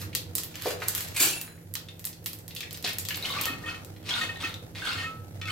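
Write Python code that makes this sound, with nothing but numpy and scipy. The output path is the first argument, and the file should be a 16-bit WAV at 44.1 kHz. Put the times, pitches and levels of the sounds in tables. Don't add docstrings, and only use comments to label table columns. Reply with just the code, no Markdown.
import sys
import numpy as np
from scipy import signal
from scipy.fft import rfft, irfft, next_fast_len
from scipy.io import wavfile
from scipy.ndimage import uniform_filter1d, map_coordinates

SR = 44100
rng = np.random.default_rng(int(sys.argv[2]) if len(sys.argv) > 2 else 0)


def to_wav(s):
    ch = np.atleast_2d(s).T
    pcm = np.round(np.clip(ch, -1, 1) * 32767)
    wavfile.write(sys.argv[1], SR, pcm.astype(np.int16))


def attenuation_scalar(level_db):
    decades = np.asarray(level_db, float) / 20
    return 10 ** decades


N = 242991

# [t/s, level/dB]
FAN_STRENGTH = [(0, -43.5), (.9, -48.5), (1.6, -50), (2.5, -49.5), (3.4, -44), (3.8, -47), (4.5, -46.5),
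                (5.51, -46.5)]
# [f/Hz, level/dB per Hz]
FAN_AIR = [(12, -70), (28, -49), (64, -16.5), (91, -11), (109, -3), (129, -7), (172, -12), (265, -14),
           (312, -13.5), (439, -19.5), (481, -11.5), (619, -27.5), (1500, -48.5), (1950, -95.5),
           (3300, -120)]
# [f/Hz, width/Hz, level/dB]
FAN_MOTOR = [(96.96, 6.54, 1.5), (312.8, 3.3, -12)]
# [t/s, level/dB]
FIZZ_STRENGTH = [(0.0, -56.5), (1.27, -51), (1.58, -63), (3.28, -54), (3.53, -49), (4.05, -58),
                 (4.33, -51.5), (4.51, -56), (5.51, -57)]
# [f/Hz, level/dB per Hz]
FIZZ_COLOUR = [(350, 6.5), (600, 4.5), (781, 3.5), (1180, -11.5), (1420, -4), (2570, -11), (6160, -13),
               (13000, -20), (15800, -19), (16500, -42.5)]
# [f/Hz, level/dB]
FIZZ_SIDE = [(300, -4.5), (800, 0.5), (3000, 2.5)]
# [f/Hz, t60/s]
KITCHEN_DECAY = [(300, 0.733), (1300, 0.379), (3500, 0.318), (9000, 0.2303), (16000, 0.2054)]
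# [f/Hz, likeness 0-1]
ROOM_LIKENESS = [(300, .85), (700, .3), (1500, 0)]
# [left t/s, right t/s, level/dB]
COUNTER_ECHOES = [(.0017, 0.002, -37), (.0041, 0.0033, -7.5)]
# [f/Hz, level/dB per Hz]
MIC_HISS = [(1000, -120), (2000, -11), (6000, -7), (10000, -3), (13000, 4.5), (16000, -11)]
# [f/Hz, level/dB]
MIC_DIFFERENCE = [(200, 1), (5000, -1), (9000, -1), (13000, 5)]

# [t/s, rise/s,
# fade/s, dull level/dB, bright level/dB]
RUSTLES = [
    (0.011, 0.29, 0.059, -29, -23),
    (0.56, 0.021, 0.64, -39, -69.5),
    (0.704, 0.288, 0.064, -25.5, -22.5),
    (0.817, 0.021, 0.146, -28, -30.5),
    (0.882, 0.0116, 0.055, -44.5, -22.5),
    (0.96, 0.254, 0.583, -32.5, -28.5),
    (2.564, 0.04, 0.24, -46, -36.5),
    (2.744, 0.041, 0.112, -44, -48.5),
    (3.26, 0.097, 0.52, -58, -30.5),
]
# [f/Hz, level/dB per Hz]
RUSTLE_DULL = [(400, -120), (800, -3), (1500, 5), (2500, 5), (4500, 4), (7000, -18), (16000, -30.5)]
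# [f/Hz, level/dB per Hz]
RUSTLE_BRIGHT = [(2000, -120), (4000, -2.5), (7000, -1), (10000, -5), (13000, 1), (16000, -8)]
# [t/s, peak level/dB]
DRAWER_THUDS = [
    (0.656, -18),
]
# [f/Hz, level/dB, t60/s]
CABINET_TONES = [(325.8, -5.5, 0.095), (394.3, -6.5, 0.189), (435.7, -1.5, 0.16), (489.5, -1, 0.162),
                 (569, -7.5, 0.204), (731.8, -5, 0.0767), (899, -4, 0.041), (1140, -14, 0.128)]
# [t/s, peak level/dB, centre f/Hz, t60/s]
LOW_BUMPS = [
    (0.705, -31.5, 515, 0.23),
    (1.204, -30.5, 322, 0.2),
    (1.264, -35, 367, 0.212),
    (2.843, -33.5, 407.5, 0.06),
    (2.844, -30, 728, 0.0524),
    (3.49, -35, 273, 0.497),
    (4.438, -36.5, 292, 0.053),
    (4.948, -38.5, 285, 0.175),
]
# [t/s, peak level/dB, centre f/Hz]
UTENSIL_KNOCKS = [(0.029, -32.5, 1410), (0.13, -28.5, 2860), (0.151, -15.5, 3500), (0.542, -31, 3177),
                  (0.657, -21.5, 890), (0.707, -45, 2860), (0.819, -26.5, 917), (0.819, -18.5, 1900),
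                  (1.477, -32, 1556), (1.52, -48, 1510), (1.577, -41.5, 1490), (1.886, -26.5, 2940),
                  (2.129, -31, 4140), (2.508, -29, 3080), (2.563, -18.5, 3420), (2.607, -21.5, 3180),
                  (2.63, -21.5, 2296), (2.744, -25, 4100), (2.845, -16.5, 4000), (2.876, -16, 2950),
                  (2.89, -17.5, 4540), (3.106, -15.5, 2294), (3.144, -16, 3490), (3.256, -15.5, 3450),
                  (3.401, -37.5, 1325), (3.963, -36, 2720), (4.092, -16.5, 3220), (4.752, -31.5, 2150),
                  (5.415, -24.5, 2700)]

# [t/s, held/s, rasp level/dB]
LADLE_TUGS = [
    (1.145, .004, -34),
    (1.163, .006, -24.5),
    (1.198, .035, -17.5),
]
# [f/Hz, level/dB per Hz]
RASP_COLOUR = [(350, -27), (600, -11.5), (1360, -6), (1670, 1), (2060, -4), (2340, 4.5), (3690, -2.5),
               (4420, -2.5), (6160, -1.5), (13000, 0), (15600, -4.5), (16500, 1)]
# [f/Hz, width/Hz, level/dB]
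STEEL_TONES = [(4100, 153, -12), (6815, 8, -21.5), (7440, 18.7, 1.5), (8064, 10, -4.5), (4495, 98, -6),
               (11790, 12, -9.5)]
# [t/s, peak level/dB, f/Hz, t60/s]
HANDLE_RINGS = [(1.199, -24, 2360, .06), (1.165, -33, 8240, .08), (1.2, -27, 7830, .08),
                (1.3, -37, 10435, .3), (1.35, -39, 10432, .5), (1.325, -35, 2640, .22),
                (1.335, -36, 2720, .2), (1.365, -38, 2690, .3), (1.3, -43, 8064, .3),
                (1.41, -50, 8062, .45), (1.33, -47, 6825, .75), (1.478, -50, 4050, .3)]

# [t/s at full force, rise/s, held/s, scrape level/dB, slosh level/dB]
STROKES = [(2.849, 0.0195, 0.0047, -29.5, -44), (3.151, 0.039, .005, -48, -59),
           (3.248, 0.102, 0.0047, -34, -63), (3.377, 0.21, 0.0878, -35, -42.5),
           (3.678, 0.1075, 0.016, -38, -28), (4.089, 0.0743, 0.1486, -33.5, -35),
           (4.41, 0.037, 0.05, -36, -37), (4.753, 0.0019, 0.088, -41, -62),
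           (4.863, 0.101, 0.0384, -34.5, -27), (4.972, 0.059, 0.0471, -37.5, -35.5),
           (5.414, 0.0082, 0.027, -63.5, -42), (5.478, 0.017, .05, -37, -28)]
# [f/Hz, level/dB per Hz]
SCRAPE_COLOUR = [(290, -15.5), (500, -9.5), (924, -7), (1390, -7), (1890, -6.5), (3250, -2.5), (4490, -7),
                 (6100, -13), (15100, -23.5), (15800, -22), (16500, -60)]
# [f/Hz, width/Hz, level/dB]
CLAY_TONES = [(1830, 14.7, -6.5), (2150, 50, 14), (2552, 22, 7.5), (2990, 23, 5.5), (3800, 24, -7.5),
              (4357, 30.6, 14.5)]
# [t/s, peak level/dB, f/Hz]
OIL_GLUGS = [(3.302, -22, 1082), (3.338, -22, 1330), (3.348, -26.5, 1433), (3.365, -21, 1128),
             (3.378, -30, 1110), (3.422, -37, 1334), (3.482, -25, 1239), (3.3993, -26.5, 1222),
             (3.4665, -20.5, 1285), (4.115, -27.5, 1514), (4.15, -24.5, 1517), (4.163, -19, 1370),
             (4.181, -45.5, 1420), (4.2106, -23.5, 1228), (4.4325, -23, 1277), (4.821, -24.5, 1535),
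             (4.837, -28.5, 1550), (4.852, -23, 1540), (4.872, -20, 1382), (4.888, -19, 1382),
             (4.905, -29, 1453)]
# [t/s, peak level/dB, f/Hz]
GRIT_CHIPS = [(3.2252, -21, 3914), (3.251, -17, 2990), (3.244, -22.5, 4100), (3.261, -24.5, 2623),
              (3.303, -20, 3715), (3.31, -24.5, 3150), (3.36, -24.5, 3260), (3.365, -21, 4100),
              (4.84, -22.5, 3213), (4.99, -25, 4430), (3.32, -17, 3726), (3.323, -20, 4437),
              (3.387, -17, 2429), (3.456, -26, 4440), (3.4002, -26.5, 3130), (3.4419, -18.5, 3058),
              (4.064, -42.5, 3180), (4.0731, -26, 2540), (4.0915, -23, 2360), (4.0943, -25.5, 3120),
              (4.108, -14.5, 3260), (4.215, -26.5, 3130), (4.541, -27, 3710), (4.787, -26, 2106),
              (4.1112, -24.5, 3200), (4.139, -14.5, 3613), (4.2118, -18.5, 3683), (4.406, -23, 3410),
              (4.8636, -14, 3283), (4.873, -23, 2687), (4.892, -18.5, 4414), (4.917, -17.5, 2644),
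              (4.919, -22.5, 5175), (4.987, -20, 3075), (4.8943, -34, 3200), (4.9182, -22.5, 3706),
              (4.498, -30.5, 3674)]
# [t/s, peak level/dB]
GRAIN_SNAPS = [(2.8429, -20), (2.8649, -21), (3.7469, -31), (4.0542, -38), (4.0584, -33), (4.0637, -29),
               (4.0717, -29), (4.0854, -27), (4.0906, -22), (4.358, -33), (4.4049, -32), (4.7506, -32),
               (4.7554, -38), (4.7644, -33), (4.7714, -37), (4.7774, -35), (4.7851, -28), (4.7964, -31),
               (4.8744, -22), (4.9312, -22), (5.4146, -27), (5.4559, -27), (5.4746, -27), (5.4839, -25)]
# [f/Hz, level/dB per Hz]
SNAP_COLOUR = [(600, -40), (1300, -10), (2500, 0), (4500, -2), (7000, -12), (16000, -22)]
# [t/s, peak level/dB, f/Hz, t60/s]
EDGE_TOUCHES = [(5.4152, -36.5, 2536, .17), (5.4152, -38.5, 1852, 0.176), (5.4152, -33.5, 3490, 0.039),
                (5.4152, -47.5, 3490, .12), (5.4152, -33, 4267, 0.0355), (5.4152, -38, 5780, 0.024),
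                (5.4565, -30, 2589, 0.114), (5.4565, -35.5, 3420, 0.071), (5.4752, -28.5, 2150, 0.046),
                (5.486, -21.5, 2193, 0.035), (5.5, -23.5, 3056, .05), (4.358, -27.5, 3946, 0.0126),
                (4.359, -34.5, 3524, 0.0274), (4.7515, -30.5, 2150, 0.0126), (4.7515, -36.5, 3680, 0.011),
                (2.8455, -16, 4182, 0.0217), (2.851, -27.5, 3870, 0.028), (2.865, -22, 3256, 0.027),
                (2.894, -33.5, 4550, 0.026)]
# [t/s, peak level/dB, upper tones over the lowest/dB]
BOWL_CATCHES = [(3.466, -32, -18), (3.478, -26.5, -11.5), (3.487, -37.5, 9), (3.504, -36, 8.5),
                (3.522, -35.5, 3.5), (3.5368, -36, -17), (3.581, -38.5, -12.5), (3.6372, -32, -14.5),
                (3.657, -27.5, -5), (3.679, -27, 0.5), (3.695, -37, 4), (3.74, -34, 0),
                (4.2119, -21.5, -11.5), (4.228, -26, -1), (4.29, -25.5, -2.5), (4.4373, -24, 1),
                (4.452, -35.5, -15.5), (4.4671, -35.5, -25), (4.358, -34, -13.5), (4.503, -36, -15.5),
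                (4.978, -29, -8.5), (4.998, -27.5, -5.5), (5.038, -28.5, -6), (5.052, -39, 7.5),
                (5.415, -54, 0), (5.475, -40.5, 5)]
# [t/s, peak level/dB]
RIM_TAPS = [
    (5.0299, -38),
    (5.066, -32),
    (5.415, -45),
    (5.45, -35),
]
# [f/Hz, level/dB, t60/s]
RIM_TONES = [(1302, 0, .5)]

# [t/s, peak level/dB, body below the crack/dB, left over right/dB]
SEED_POPS = [(0.1508, -9, -9.5, 6), (0.3532, -8, -17.5, -2), (0.3822, -13, -9, -2.5),
             (0.4348, -19, -9, -0.5), (0.622, -22, -8, -4.5), (0.8842, -5.5, -17.5, -5.5),
             (0.9501, -11.5, -10.5, 2.5), (0.98, -18, -22, 9), (1.007, -19, -6.5, -1), (1.086, -31, -8, 9),
             (1.4139, -17, -10, -0.5), (1.7391, -16.5, -19.5, -6), (1.9946, -27.5, -10.5, 0.5),
             (2.0524, -12.5, -18.5, 4.5), (2.243, -33, -14, 1.5), (2.2605, -15.5, -7, -1.5),
             (2.3322, -22, -10, 0.5), (2.3885, -30.5, -14, -1.5), (2.48, -25.5, -10, 0.5),
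             (2.5502, -25.5, -12, -7.5), (2.7291, -23, -18, -6.5), (2.8263, -25.5, -10.5, -2),
             (2.933, -22.5, -23, -1), (2.9849, -13.5, -11.5, -1.5), (3.052, -23, -5.5, 4),
             (3.087, -16, -6, 5.5), (3.1577, -22.5, -17.5, -5.5), (3.4126, -12.5, -12, 6),
             (3.4557, -14, -5, 0.5), (3.8479, -29, -11, 7), (1.971, -49.5, -13.5, 8.5),
             (2.8766, -23, -19.5, -0.5), (2.894, -25, -21.5, 5), (3.1273, -32, -23, -0.5),
             (3.17, -21, -26, -5), (3.225, -29, -22, -4), (3.308, -29.5, -7, 3), (4.9318, -36, -3.5, 0),
             (4.5416, -31, 0, 2.5), (4.494, -33.5, -12.5, 0.5)]
# [t/s, peak level/dB, body below the crack/dB, left over right/dB]
SEED_BOUNCES = [(0.5559, -28, 0.5, -0.089), (1.7537, -15.5, -5, 0.26), (2.043, -27, -3, -0.059),
                (2.071, -30.5, -0.5, 2), (2.093, -28, -11.5, 0.047), (2.565, -29, -20.5, 0),
                (2.606, -23.5, -7, 0), (2.7091, -30.5, 0, -1), (2.774, -27.5, -5, 0), (3.436, -23, -6.5, 1)]
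# [f/Hz, level/dB per Hz]
CRACK_COLOUR = [(1470, -76), (2500, -10), (4780, -12), (5960, -17), (7670, 1.5), (9720, 0.5), (13700, 7),
                (15600, -0.5), (16500, -36.5)]
# [f/Hz, level/dB per Hz]
BODY_COLOUR = [(500, -120), (900, 8.5), (1600, 14.5), (3000, 20), (5000, 19), (8000, 14), (16000, -29.5)]
# [t/s, left level/dB, right level/dB]
POT_ECHOES = [(.001, -3, 0), (.0019, -13, -10), (.0045, -17, -13)]


def unit(x):
    return x / np.sqrt(np.mean(x ** 2) + 1e-20)


def along(points, hz):
    f, v = np.transpose(points)
    return np.interp(np.log(hz + 1), np.log(f + 1), v)


def level_curve(points):
    s, db = np.transpose(points)
    return np.interp(np.arange(N) / SR, s, db)


def filtered(x, response):
    m = next_fast_len(x.shape[-1] + SR // 2)
    return irfft(rfft(x, m) * response(np.fft.rfftfreq(m, 1 / SR)), m)[..., :x.shape[-1]]


def resonances(modes):
    def response(f):
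        total = 0
        for k, (centre, width, db) in enumerate(modes):
            damping = 1j * f * width
            total = total + (-1) ** k * attenuation_scalar(db) * damping / (centre * centre - f * f + damping)
        return total
    return response


def colour(spectrum):
    return lambda f: attenuation_scalar(along(spectrum, f))


def causal(spectrum, size):
    c = irfft(np.log(attenuation_scalar(along(spectrum, np.fft.rfftfreq(size, 1 / SR))) + 1e-4))
    c[1:size // 2] *= 2
    c[size // 2 + 1:] = 0
    pulse = irfft(np.exp(rfft(c)))
    return pulse / np.abs(pulse).max()


def wavelet(spectrum, size=256):
    strength = attenuation_scalar(along(spectrum, np.fft.rfftfreq(size, 1 / SR)))
    pulse = np.roll(irfft(strength * np.exp(-1j)), size // 2) * np.hanning(size) ** 6
    return pulse / np.abs(pulse).max()


def gritty(grit_db, grain_s, channels=1):
    sizes = map_coordinates(rng.standard_normal(N), [np.arange(N) / (grain_s * SR + 1)], order=1)
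    return rng.standard_normal((channels, N)) * attenuation_scalar(grit_db * sizes)


def patchy(x, patchy_db):
    z = signal.stft(x, nperseg=256)[2]
    field = uniform_filter1d(rng.standard_normal(z.shape), 3, axis=0)
    field = uniform_filter1d(field, 9, axis=1)
    return signal.istft(z * attenuation_scalar(patchy_db * unit(field)), nperseg=256)[1][:N]


def swell(s, rise, held, fade):
    t = np.arange(N) / SR - s
    before = np.maximum(-t, 0) / max(rise, 1e-3)
    after = np.maximum(t - held, 0) / max(fade, 1e-3)
    return attenuation_scalar(-30 * (before + after))


def add(track, s, x):
    part = track[..., round(s * SR):][..., :x.shape[-1]]
    part += x[..., :part.shape[-1]]


def bubbles(events, rise, attack):
    out = np.zeros(N)
    for s, db, hz, t60 in events:
        t = np.arange(round(min(t60, .5) * SR)) / SR
        tone = np.sin(2 * np.pi * hz * t * (1 + rise * t / t60))
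        add(out, s, attenuation_scalar(db - 60 * t / t60) * (1 - np.exp(-t / attack)) * tone)
    return out


def ringing(events, modes, attack):
    out, t = np.zeros(N), np.arange(SR // 2) / SR
    for s, db in events:
        ring = 0
        for hz, level, t60 in modes:
            strength = attenuation_scalar(level + rng.normal(0, 0.29) - 60 * t / t60)
            ring = ring + strength * np.sin(2 * np.pi * hz * t)
        add(out, s, attenuation_scalar(db - 4.0) * ring * (1 - np.exp(-t / attack)))
    return out


def knocks(events, breadth):
    out, t = np.zeros(N), np.arange(SR // 5) / SR
    for s, db, hz, t60 in events:
        resonance = resonances([(hz, breadth * hz, 0)])
        puff = rng.standard_normal(len(t)) * attenuation_scalar(-60 * t / t60)
        puff = filtered(puff, lambda f: resonance(f) ** 2)
        add(out, s, attenuation_scalar(db) * puff / np.abs(puff).max())
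    return out


def extractor_fan():
    strength_db = level_curve(FAN_STRENGTH)
    mix = np.array([[1, 0.294], [1, -0.278]])
    air = unit(mix @ filtered(rng.standard_normal((2, N)), colour(FAN_AIR)))
    drone = 0
    for hz, width, db in FAN_MOTOR:
        hum = filtered(rng.standard_normal(N), resonances([(hz, width, 0)]))
        drone = drone + attenuation_scalar(db) * unit(hum)
    wander_hz = unit(filtered(rng.standard_normal(N), lambda f: f < 3))
    turns = np.cumsum(165 + wander_hz) / SR
    blades = attenuation_scalar(-51) * np.sin(2 * np.pi * turns)
    ears_db = np.array([[-2.5], [.5]])
    return attenuation_scalar(strength_db - 3.5) * air + blades + drone * attenuation_scalar(strength_db - 0.5 + ears_db)


def oil_fizz():
    grains = gritty(grit_db=4.0, grain_s=0.0033, channels=2)
    middle_side = filtered(grains, lambda f: attenuation_scalar(along(FIZZ_COLOUR, f) + [0 * f, along(FIZZ_SIDE, f)]))
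    ears = np.array([[1, 0.97], [1, -1.27]]) @ middle_side
    return attenuation_scalar(level_curve(FIZZ_STRENGTH) + 3.5) * unit(ears)


def room(x, seconds=.5):
    out, hop = np.zeros((2, N)), SR // 5
    for start in range(0, N, hop):
        hz, t, z = signal.stft(rng.standard_normal((2, int(seconds * SR))), SR, nperseg=256)
        alike = along(ROOM_LIKENESS, hz)[:, None]
        z = np.array([z[0], alike * z[0] + np.sqrt(1 - alike ** 2) * z[1]])
        fade = attenuation_scalar(-60 * t / along(KITCHEN_DECAY, hz)[:, None])
        tail = signal.istft(z * fade, SR, nperseg=256)[1]
        tail = tail / np.linalg.norm(tail[0])
        add(out, start / SR + .003, signal.fftconvolve(x[None, start:start + hop], tail, axes=1))
    return out


def rustle():
    dull, bright = gritty(grit_db=6.0, grain_s=.003, channels=2)
    dull = unit(filtered(dull, colour(RUSTLE_DULL)))
    bright = unit(filtered(bright, colour(RUSTLE_BRIGHT)))
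    out = np.zeros(N)
    for s, rise, fade, dull_db, bright_db in RUSTLES:
        rub = attenuation_scalar(dull_db - 9.5) * dull + attenuation_scalar(bright_db - 10.5) * bright
        out += swell(s, rise, 0, fade) * rub
    return out


def drawer_and_bumps():
    thuds = ringing(DRAWER_THUDS, CABINET_TONES, attack=0.0044)
    return thuds + knocks(LOW_BUMPS, breadth=0.397)


def utensil_knocks():
    t60_s = 0.0316
    return knocks([(*knock, t60_s) for knock in UTENSIL_KNOCKS], breadth=.9)


def ladle_out():
    rise_s, fade_s = .0012, .18
    force = sum(attenuation_scalar(db) * swell(s, rise_s, held, fade_s) for s, held, db in LADLE_TUGS)
    rub = gritty(grit_db=2.5, grain_s=0.00099)[0]
    rasp = unit(patchy(filtered(rub, colour(RASP_COLOUR)), patchy_db=3.0))
    ring = filtered(attenuation_scalar(8.5) * force * rub, resonances(STEEL_TONES))
    return force * rasp + ring


def slosh(push):
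    start_hz, end_hz, sag_s = 1425, 1246.3, .1
    t = np.arange(N) / SR
    starts = np.array([0] + [row[0] for row in STROKES])
    since = t - starts[np.searchsorted(starts, t, side="right") - 1]
    pitch_hz = end_hz + (start_hz - end_hz) * np.exp(-since / sag_s)
    phase = 2 * np.pi * np.cumsum(pitch_hz) / SR
    slow = filtered(rng.standard_normal((2, N)), lambda f: 1 / (1 + (f / 180) ** 2))
    return attenuation_scalar(-12.5) * push * unit(slow[0] * np.cos(phase) + slow[1] * np.sin(phase))


def stirring():
    fade_s, oil_lag_s = 0.148, 0.0012
    strokes = np.array([swell(s, rise, held, fade_s) for s, rise, held, *_ in STROKES])
    scrape, push = attenuation_scalar(np.transpose(STROKES)[3:]) @ strokes
    push = np.pad(push, (round(oil_lag_s * SR), 0))[:N]
    rub = gritty(grit_db=4, grain_s=.0008)[0]
    hard = unit(rub * (np.abs(rub) > 3.5 * rub.std()))
    crunch = filtered(unit(rub) + attenuation_scalar(-9) * hard, colour(SCRAPE_COLOUR))
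    grate = scrape * unit(patchy(crunch, patchy_db=2.5))
    hum = filtered(unit(rub) * attenuation_scalar(3.0) * scrape, resonances(CLAY_TONES))
    glugs = bubbles([(*g, .04) for g in OIL_GLUGS], rise=0.0913, attack=0.00054)
    chips = bubbles([(*c, .018) for c in GRIT_CHIPS], rise=0.0085, attack=0.000375)
    chatter = .85 + .45 * unit(filtered(rng.standard_normal((2, N)), lambda f: f < [[160], [400]]))
    rocking = unit(filtered(rng.standard_normal(N), resonances([(230, 115, 0)])))
    contact = attenuation_scalar(-19) * scrape * rocking + grate + hum
    return contact + slosh(push) + chatter[0] * glugs + chatter[1] * chips


def grit():
    out = np.zeros(N)
    for s, db in GRAIN_SNAPS:
        add(out, s, attenuation_scalar(db + 6) * causal(SNAP_COLOUR, size=128))
    return out + bubbles(EDGE_TOUCHES, rise=0, attack=0.00041)


def rings():
    wobble = unit(filtered(rng.standard_normal((4, N)), lambda f: f < 60))
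    flutter = attenuation_scalar(4 * np.tanh(wobble) - 1)
    t60_s = .12
    low = bubbles([(s, db, 1847, t60_s) for s, db, _ in BOWL_CATCHES], rise=0, attack=0.0048)
    middle = bubbles([(s, db + upper + 0.5, 2565, t60_s) for s, db, upper in BOWL_CATCHES],
                     rise=0, attack=0.0054)
    high = bubbles([(s, db + upper - 8.5, 3045, t60_s) for s, db, upper in BOWL_CATCHES],
                   rise=0, attack=0.0046)
    clay = (flutter[1:] * [low, middle, high]).sum(axis=0)
    clay = clay + ringing(RIM_TAPS, RIM_TONES, attack=0.00267)
    steel = flutter[0] * bubbles(HANDLE_RINGS, rise=0, attack=0.00147)
    return steel + np.array([clay, np.roll(clay, shift=4)])


def burst_hits():
    t = np.arange(SR // 30) / SR
    spray = attenuation_scalar(-17 - 60 * t / 0.008) + attenuation_scalar(-22 - 60 * t / 0.044)
    hits = spray * rng.standard_normal((2, len(t))) * (t > .0002)
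    alike = .3
    hits[1] = alike * hits[0] + np.sqrt(1 - alike ** 2) * hits[1]
    hits[:, 0] = attenuation_scalar([6.5, 3.5])
    for ear in range(2):
        for delay, *echo_db in POT_ECHOES:
            luck = rng.standard_normal()
            hits[ear, round(delay * (1 + .08 * luck) * SR)] += attenuation_scalar(echo_db[ear] + 2 * luck)
    return hits


def seeds():
    out, bare = np.zeros((2, N)), np.zeros(N)
    crack = wavelet(CRACK_COLOUR)
    body = np.pad(causal(BODY_COLOUR, size=128), (128, 0))
    hz = np.fft.rfftfreq(len(crack), 1 / SR)
    for s, db, body_db, pan_db in SEED_POPS + SEED_BOUNCES:
        pulse = attenuation_scalar(-6.0) * (crack + attenuation_scalar(body_db + 5.0) * body)
        start = s - 128 / SR
        ears = attenuation_scalar(db + np.array([[.5], [-.5]]) * pan_db)
        add(out, start, ears * signal.fftconvolve(burst_hits(), pulse[None], axes=1))
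        tint = along([(1000 * 1.5 ** k, v) for k, v in enumerate(rng.normal(0, 3, 8))], hz)
        add(bare, start, attenuation_scalar(db) * irfft(rfft(pulse) * attenuation_scalar(tint), len(pulse)))
    return out + attenuation_scalar(8.5) * room(bare)


def off_counter(work):
    def response(f):
        def delay(left, right):
            return np.exp(-2j * np.pi * f * np.array([[left], [right]]))
        echoes = sum(attenuation_scalar(db) * delay(left, right) for left, right, db in COUNTER_ECHOES)
        return attenuation_scalar(-5.5) * (delay(0, 1 / SR) + echoes)
    return filtered(work, response)


def scene():
    background = extractor_fan() + oil_fizz()
    lows = drawer_and_bumps()
    work = rustle() + utensil_knocks() + ladle_out() + stirring() + grit()
    tones = rings()
    answer = room(attenuation_scalar(-4.0) * work + attenuation_scalar(-7.0) * lows + attenuation_scalar(-12.0) * tones[0])
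    return background + answer + lows + off_counter(work) + tones + seeds()


def low_pass(x):
    return signal.sosfilt(signal.butter(12, 17000, fs=SR, output="sos"), x)


def record(dry):
    hiss = attenuation_scalar(-63.0) * unit(filtered(rng.standard_normal((2, N)), colour(MIC_HISS)))

    def openings(f):
        return (f < 15900) * attenuation_scalar(along(MIC_DIFFERENCE, f) * np.array([[-.5], [.5]]))
    mix = filtered(dry + hiss, openings)
    return low_pass(mix)


dry = scene()
out = record(dry)
to_wav(out)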